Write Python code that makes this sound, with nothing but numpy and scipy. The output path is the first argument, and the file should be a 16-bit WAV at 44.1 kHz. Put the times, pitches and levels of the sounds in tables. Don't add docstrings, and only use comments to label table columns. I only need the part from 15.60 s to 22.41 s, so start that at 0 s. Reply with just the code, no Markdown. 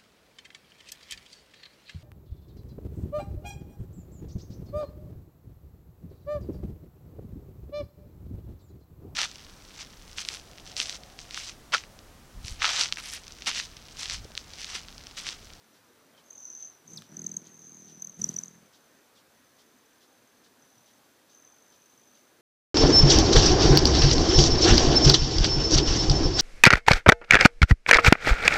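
import sys
import numpy as np
from scipy import signal
from scipy.fft import rfft, irfft, next_fast_len
from scipy.io import wavfile
from scipy.ndimage import uniform_filter1d, map_coordinates

SR = 44100
rng = np.random.default_rng(int(sys.argv[2]) if len(sys.argv) > 2 else 0)


def output_pcm(signal):
    pcm = np.clip(np.atleast_2d(signal).T, -1, 1) * 32767
    wavfile.write(sys.argv[1], SR, np.round(pcm).astype(np.int16))


N = 300299


def amp(db):
    return 10 ** (np.asarray(db) / 20)


def unit(x):
    return x / np.sqrt(np.mean(x ** 2) + 1e-20)


def curve(rows, axis=1):
    rows = np.asarray(rows)
    return np.interp(np.arange(N) / SR, rows[:, 0], rows[:, axis])


def loudness(rows, axis=1):
    t = np.arange(N) / SR
    inside = 1.0 * ((t >= rows[0][0]) & (t <= rows[-1][0]))
    return amp(curve(rows, axis)) * uniform_filter1d(inside, SR // 100)


def swell(start, end, rise, fade):
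    t = np.arange(N) / SR
    return amp(-rise * np.maximum(start - t, 0) - fade * np.maximum(t - end, 0))


def wobble(rate):
    knots = rng.standard_normal(int(N * rate / SR) + 4)
    return map_coordinates(knots, [np.arange(N) * rate / SR])


def colour(x, points):
    size = 2 * next_fast_len(N // 2 + SR // 4)
    hz, db = np.transpose(points)
    log_hz = np.log(np.fft.rfftfreq(size, 1 / SR) + 1)
    cepstrum = irfft(np.log(amp(np.interp(log_hz, np.log(hz), db))))
    cepstrum[1:size // 2] *= 2
    cepstrum[size // 2 + 1:] = 0
    return irfft(rfft(x, size) * np.exp(rfft(cepstrum)))[:N]


def noise(points):
    return unit(colour(rng.standard_normal(N), points))


def add(track, s, sound):
    start = int(np.clip(round(s * SR), 0, N))
    track[start:start + len(sound)] += sound[:N - start]


def steady(x):
    power = uniform_filter1d(uniform_filter1d(x ** 2, SR // 14), SR // 20)
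    return x / np.sqrt(np.abs(power) + np.mean(x ** 2) / 1000)


def echoes(x, t60):
    track, t = np.zeros(N), np.arange(SR // 4) / SR
    size = SR // 6
    fade = signal.windows.cosine(size)
    for start in range(0, N - size // 2, size // 2):
        tail = rng.standard_normal(len(t)) * amp(-60 * t / t60) * (t > 0.003)
        piece = x[start:start + size] * fade[:N - start]
        add(track, start / SR, signal.fftconvolve(piece, tail / np.linalg.norm(tail)))
    return track


def patchy(x, depth_db):
    z = signal.stft(x, nperseg=1024)[2]
    field = uniform_filter1d(rng.standard_normal(z.shape), size=4, axis=0)
    field = uniform_filter1d(field, size=7, axis=1)
    return unit(signal.istft(z * amp(depth_db * unit(field)), nperseg=1024)[1][:N])


# (frequency [Hz], relative level [dB per Hz])
RUSH_SPECTRUM = [(15, -47), (25, -32), (64, -17), (101, -9.5), (196, -8), (243, -1.5), (372, -6),
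                 (498, -5.5), (539, -6), (707, -8.5), (1320, -10.5), (1630, -10), (2600, -18.5),
                 (3380, -46), (5720, -120)]
# (frequency [Hz], relative level [dB per Hz])
HISS_SPECTRUM = [(1200, -29), (2400, -3), (3500, 0), (5000, -2), (8000, -5.5), (12000, -6.5), (15500, -7.5)]
# (time [s], level [dB])
RUSH_LEVEL = [(0.0, -67.5), (0.59, -64.5), (0.78, -67), (1.59, -65.5), (2.54, -67.5), (2.77, -65),
              (3.18, -66.5), (6.81, -67.5)]


def breeze():
    rush = amp(0.3 * wobble(7)) * patchy(noise(RUSH_SPECTRUM), depth_db=1.6)
    rush_gain = amp(curve(RUSH_LEVEL) + 2.5)
    hiss_gain = amp(-66.5 + 0.26 * wobble(2.37))
    return rush_gain * rush + hiss_gain * noise(HISS_SPECTRUM)


# (frequency [Hz], relative level [dB per Hz])
SPRAY_SPECTRUM = [(1500, -33), (2600, -1.5), (3200, 6), (4500, 5), (5800, 4), (7000, -2), (9000, -9),
                  (14000, -20)]
SPURT_DB, SPURT_SWING_DB = -65, 2.5
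SPRINKLER_FACING_S, SPRINKLER_TURN_S = 2.9, 7.5


def sprinkler(rise=0.014, hold=0.026, fall=0.031):
    gate, t = np.zeros(N), np.arange(SR // 5) / SR
    spurt = np.interp(t, np.cumsum([0, rise, hold, fall]), [0, 1, 1, 0])
    for s in np.arange(0.132, N / SR, 0.427):
        add(gate, s, spurt)
    facing = np.cos(2 * np.pi * (np.arange(N) / SR - SPRINKLER_FACING_S) / SPRINKLER_TURN_S)
    return amp(SPURT_DB + SPURT_SWING_DB * facing) * gate * noise(SPRAY_SPECTRUM)


# (frequency [Hz], gain [dB])
VANE_RESONANCE = [(4400, -57), (5200, -17.5), (5750, 1), (6700, 0.5), (7400, -11), (9500, -18.5),
                  (12000, -1.5)]


def whistles(rows, rasp, lead, sag_hz, breathiness=0, lead_hz=1000, waver_hz=90):
    track, t = np.zeros(N), np.arange(-SR // 100, SR // 100) / SR
    for s, db, hz, length, overtone_db in rows:
        air = rng.standard_normal((3, len(t)))
        drift, grit = signal.lfilter(np.hanning(SR // 1100), 1, air[:2])
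        u = t / length
        pitch = hz - sag_hz * np.tanh(u) + waver_hz * unit(drift)
        phase = 2 * np.pi * np.cumsum(pitch) / SR
        envelope = np.exp(-np.abs(u * np.where(u < 0, 1.15, 1.45)) ** 1.9)
        tone = np.sin(phase) + amp(overtone_db) * np.sin(2 * phase)
        tone = (1 + rasp * unit(grit)) * tone
        lead_shape = np.exp(-(t / 0.002 + 1.14) ** 2)
        lead_in = lead * lead_shape * unit(grit) * np.sin(phase + 2 * np.pi * lead_hz * t)
        add(track, s + t[0], amp(db) * (envelope * (tone + breathiness * air[2]) + lead_in))
    return colour(track, VANE_RESONANCE)


def trill(beats, pitches, length, sag_hz, spread_hz, scatter_db, wet_db, t60):
    scatter = rng.standard_normal((len(beats), 2))
    notes = [(beat, scatter_db * a, hz + spread_hz * b, length, -np.inf)
             for beat, hz, (a, b) in zip(beats, pitches, scatter)]
    direct = whistles(notes, rasp=0.033, lead=0.011, sag_hz=sag_hz)
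    return steady(direct + amp(wet_db) * echoes(direct, t60))


# (start [s], end [s], level [dB], pitch [Hz], wingbeat rate [per s])
FAR_FLIGHTS = [(0, 0.5, -75.5, 5960, 45), (2.98, 3.38, -72, 6140, 55), (3.72, 4.85, -73, 6170, 41),
               (4.999, 5.29, -67.5, 6050, 38), (5.4, 5.56, -76.5, 6200, 49), (5.721, 5.89, -60, 6150, 39.7),
               (5.97, 6.58, -65.5, 6155, 51)]
FAR_RISE_DB_PER_S, FAR_FADE_DB_PER_S = 350, 63


def far_males():
    gains = [amp(db) * swell(start, end, FAR_RISE_DB_PER_S, FAR_FADE_DB_PER_S)
             for start, end, db, _, _ in FAR_FLIGHTS]
    gain = np.max(gains, axis=0)
    held = [(s, hz, rate) for start, end, _, hz, rate in FAR_FLIGHTS for s in (start, end)]
    beats = np.flatnonzero(np.diff(np.floor(np.cumsum(curve(held, axis=2)) / SR)))
    return gain * trill(beats / SR, curve(held)[beats], length=0.0032, sag_hz=150, spread_hz=47,
                        scatter_db=3.5, wet_db=-3, t60=0.2)


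# (time [s], level of the fundamental [dB], start pitch [Hz], pitch it falls towards [Hz], length [s])
CHIPS = [(0.549, -59, 3300, 3080, 0.011), (0.577, -55, 3320, 3020, 0.019),
         (1.372, -35.5, 5920, 3230, 0.018)]


def chips():
    track = np.zeros(N)
    for s, db, start_hz, end_hz, length in CHIPS:
        u = np.linspace(0, 1, int(length * SR))
        pitch = end_hz + (start_hz - end_hz) * np.exp(-u / 0.31)
        phase = 2 * np.pi * np.cumsum(pitch) / SR
        shape = np.interp(u, [0, 0.06, 0.2, 0.45, 0.88, 1], [0, 1, 0.95, 0.5, 0.2, 0])
        voice = np.sin(phase) + amp(-17.0) * np.sin(2 * phase) + amp(-22) * np.sin(3 * phase)
        add(track, s, amp(db) * shape * voice)
    return track + amp(-14.0) * echoes(track, 0.27)


# (time [s], level at onset [dB])
TAPS = [(1.421, -40)]
# (frequency [Hz], relative level [dB per Hz])
PLASTIC_SPECTRUM = [(150, -17), (600, 9), (1500, 9), (3000, 4.5), (5000, 3.5), (9000, -4), (15000, -8)]


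def taps(t60=0.0095):
    track, t = np.zeros(N), np.arange(SR // 50) / SR
    for s, db in TAPS:
        add(track, s, amp(db - 60 * t / t60))
    return track * noise(PLASTIC_SPECTRUM)


# (frequency [Hz], relative level [dB per Hz])
THUD_SPECTRUM = [(25, -31), (60, -18), (85, -21), (125, -6), (165, 3), (210, 1), (260, -23.5), (400, -21),
                 (1500, -66)]
# (frequency [Hz], relative level [dB per Hz])
SNAP_SPECTRUM = [(60, -58), (170, -30.5), (245, 3), (330, 0), (420, -8), (520, -20), (700, -23),
                 (1300, -47), (3000, -89)]
# (frequency [Hz], relative level [dB per Hz])
FEATHER_SPECTRUM = [(200, -52), (600, -1.5), (1800, -4.5), (2800, -8), (4500, -5.5), (7500, -1), (9500, -9),
                    (15000, -14)]


def wing_hum(beats, rows, upstroke, turn, rush_db, wet_db):
    pushes = np.zeros(N)
    jitter, scatter_db = 0.0006, 2.8
    scatter = rng.standard_normal((len(beats), 4))
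    for s, period, (down, up, early, late) in zip(beats, np.diff(beats), scatter):
        add(pushes, s + jitter * early, amp([scatter_db * down]))
        add(pushes, s + turn * period + 2 * jitter * late, upstroke * amp([scatter_db * up]))
    pushes = pushes + amp(wet_db) * echoes(pushes, 0.12)
    thud = loudness(rows) * steady(colour(pushes, THUD_SPECTRUM))
    snap = loudness(rows, axis=2) * steady(colour(pushes, SNAP_SPECTRUM))
    hum = thud + snap
    sweep = np.sqrt(np.abs(uniform_filter1d(hum ** 2, SR // 140)))
    return hum + amp(rush_db) * sweep * noise(FEATHER_SPECTRUM)


# (time [s], thud level [dB], snap level [dB])
TAKEOFF_HUM = [(1.18, -81, -78), (1.318, -52.5, -55.5), (1.378, -49, -75), (1.4, -51, -64),
               (1.458, -70, -72), (1.48, -67, -67)]


def takeoff():
    beats = np.arange(TAKEOFF_HUM[0][0], TAKEOFF_HUM[-1][0], 1 / 54)
    hum = wing_hum(beats, TAKEOFF_HUM, upstroke=0.67, turn=0.365, rush_db=-10.0, wet_db=-6)
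    return colour(hum, [(60, -17), (110, -1.5), (160, -2.0)])


BEAT_HZ = 40


def strokes(start, end):
    return np.linspace(start, end, max(1, round((end - start) * BEAT_HZ)) + 1)


# (start [s], end [s], first level [dB], last level [dB], first pitch [Hz], last pitch [Hz],
#  whistle time scale [s], overtone level [dB])
SWERVES = [(0.708, 1.049, -40.5, -42, 6346, 6100, 0.0034, -31),
           (1.279, 1.3627, -45, -41, 6370, 6290, 0.0035, -22),
           (1.5698, 1.7675, -30.5, -37.5, 6270, 6330, 0.0025, -28),
           (2.4235, 2.497, -27.5, -37.5, 6310, 6330, .0028, -20),
           (2.6164, 2.742, -38, -35, 6030, 6180, 0.002, -26),
           (2.767, 2.882, -51, -33.5, 6180, 6250, 0.0015, -28)]
# (time [s], level [dB], pitch [Hz], whistle time scale [s])
SHARP_STROKES = [(1.026, -34, 6130, .002), (1.6672, -22.5, 6240, 0.003), (1.718, -30, 6230, .0029),
                 (1.7691, -21, 6340, 0.0022), (1.871, -38, 6297, 0.0007), (2.6182, -22.5, 5970, 0.0032),
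                 (2.643, -12, 6010, 0.0011), (2.692, -21, 6110, 0.002), (2.766, -22.5, 5990, 0.0033),
                 (2.789, -22.5, 6010, 0.0032), (2.8364, -26, 6090, 0.0017)]
SHARP_OVERTONE_DB = -30.5
STROKE_SCATTER_DB, STROKE_SCATTER_HZ = 0.9, 43.7


def clear_strokes():
    notes = [(*row, SHARP_OVERTONE_DB) for row in SHARP_STROKES]
    sharp_s = np.asarray(SHARP_STROKES)[:, 0]
    for start, end, first_db, last_db, first_hz, last_hz, length, overtone_db in SWERVES:
        beats = strokes(start, end)
        a, b = rng.standard_normal((len(beats), 2)).T
        levels = np.linspace(first_db, last_db, len(beats)) + STROKE_SCATTER_DB * a
        pitches = np.linspace(first_hz, last_hz, len(beats)) + STROKE_SCATTER_HZ * b
        notes += [(s, db, hz, length, overtone_db) for s, db, hz in zip(beats, levels, pitches)
                  if np.abs(sharp_s - s).min() > 0.5 / BEAT_HZ]
    return notes


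# (time [s], lift over the hum [dB])
HARD_STROKES = [(1.519, 5), (1.769, 7.5), (2.692, 2)]


def effort():
    boost_db = np.zeros(N)
    for s, db in HARD_STROKES:
        add(boost_db, s, db * signal.windows.tukey(SR // BEAT_HZ))
    return amp(boost_db)


# (frequency [Hz], relative level [dB per Hz])
BUFFET_SPECTRUM = [(15, -23), (35, -30), (70, -9), (125, -2), (200, -4), (600, -32), (2000, -81)]
BRAKE_START_S, BRAKE_END_S, BRAKE_RISE_DB_PER_S, BRAKE_FADE_DB_PER_S = 2.6, 2.82, 900, 130
BRAKE_RUSH_DB, DOWNWASH_DB = -61.5, -50.5


def braking():
    rush_gain = swell(BRAKE_START_S, BRAKE_END_S, BRAKE_RISE_DB_PER_S, BRAKE_FADE_DB_PER_S)
    puff_gain = swell(BRAKE_START_S, BRAKE_START_S, BRAKE_RISE_DB_PER_S, BRAKE_FADE_DB_PER_S)
    rush = rush_gain * noise(FEATHER_SPECTRUM)
    puff = puff_gain * noise(BUFFET_SPECTRUM)
    return amp(BRAKE_RUSH_DB + 3.6 * wobble(120)) * rush + amp(DOWNWASH_DB) * puff


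# (time [s], level [dB], pitch [Hz])
FLIGHT = [(0.64, -69, 6280), (0.76, -53, 6130), (0.85, -47, 6100), (0.94, -47, 6250), (1.06, -44.5, 6190),
          (1.12, -58.5, 6080), (1.25, -77, 5950), (1.291, -55, 6170), (1.34, -51, 6220), (1.46, -68, 5900),
          (1.53, -58.5, 6160), (1.9, -59, 6230), (2.06, -51.5, 6340), (2.3, -55, 6050), (2.43, -54.5, 6240),
          (2.85, -59.5, 6120), (2.95, -63.5, 6210), (3.1, -84, 6080)]
# (time [s], thud level [dB], snap level [dB])
MALE_HUM = [(1.47, -74, -77), (1.51, -57, -61), (1.606, -46.5, -50.5), (1.79, -53, -60.5), (1.8, -62, -65),
            (1.846, -59, -57.5), (1.914, -62, -66), (2.356, -58, -59), (2.49, -56.5, -72),
            (2.558, -70, -74), (2.596, -41.5, -55.5), (2.664, -43.5, -48.5), (2.858, -57, -64.5),
            (3.018, -59.5, -72), (3.096, -80, -84), (3.12, -77, -70)]


def male_beats():
    swerve_edges = np.asarray(SWERVES)[:, :2].ravel()
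    marks = np.r_[FLIGHT[0][0], swerve_edges, MALE_HUM[-1][0]]
    return np.concatenate([strokes(a, b)[:-1] for a, b in zip(marks, marks[1:])])


def male():
    beats = male_beats()
    s, _, hz = np.transpose(FLIGHT)
    loud = whistles(clear_strokes(), rasp=0.14, lead=0.18, sag_hz=49.3, breathiness=0.034)
    loud = loud + amp(-20) * echoes(loud, 0.18)
    soft = loudness(FLIGHT) * trill(beats, np.interp(beats, s, hz), length=0.002, sag_hz=104.0,
                                    spread_hz=66.4, scatter_db=1.0, wet_db=2, t60=0.34)
    hum = effort() * wing_hum(beats, MALE_HUM, upstroke=0.34, turn=0.453, rush_db=-16, wet_db=-13)
    return loud + amp(0.5) * soft + amp(-1.5) * hum + braking()


def scene():
    background = breeze() + sprinkler() + far_males()
    feeder = chips() + taps() + takeoff()
    return (background + feeder + male())[None]


TOP_HZ = 15480


def record(dry):
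    size = next_fast_len(N + SR // 2)
    in_band = np.fft.rfftfreq(size, 1 / SR) < TOP_HZ
    return irfft(rfft(dry, size) * in_band, size)[..., :N]


dry = scene()
out = record(dry)
output_pcm(out)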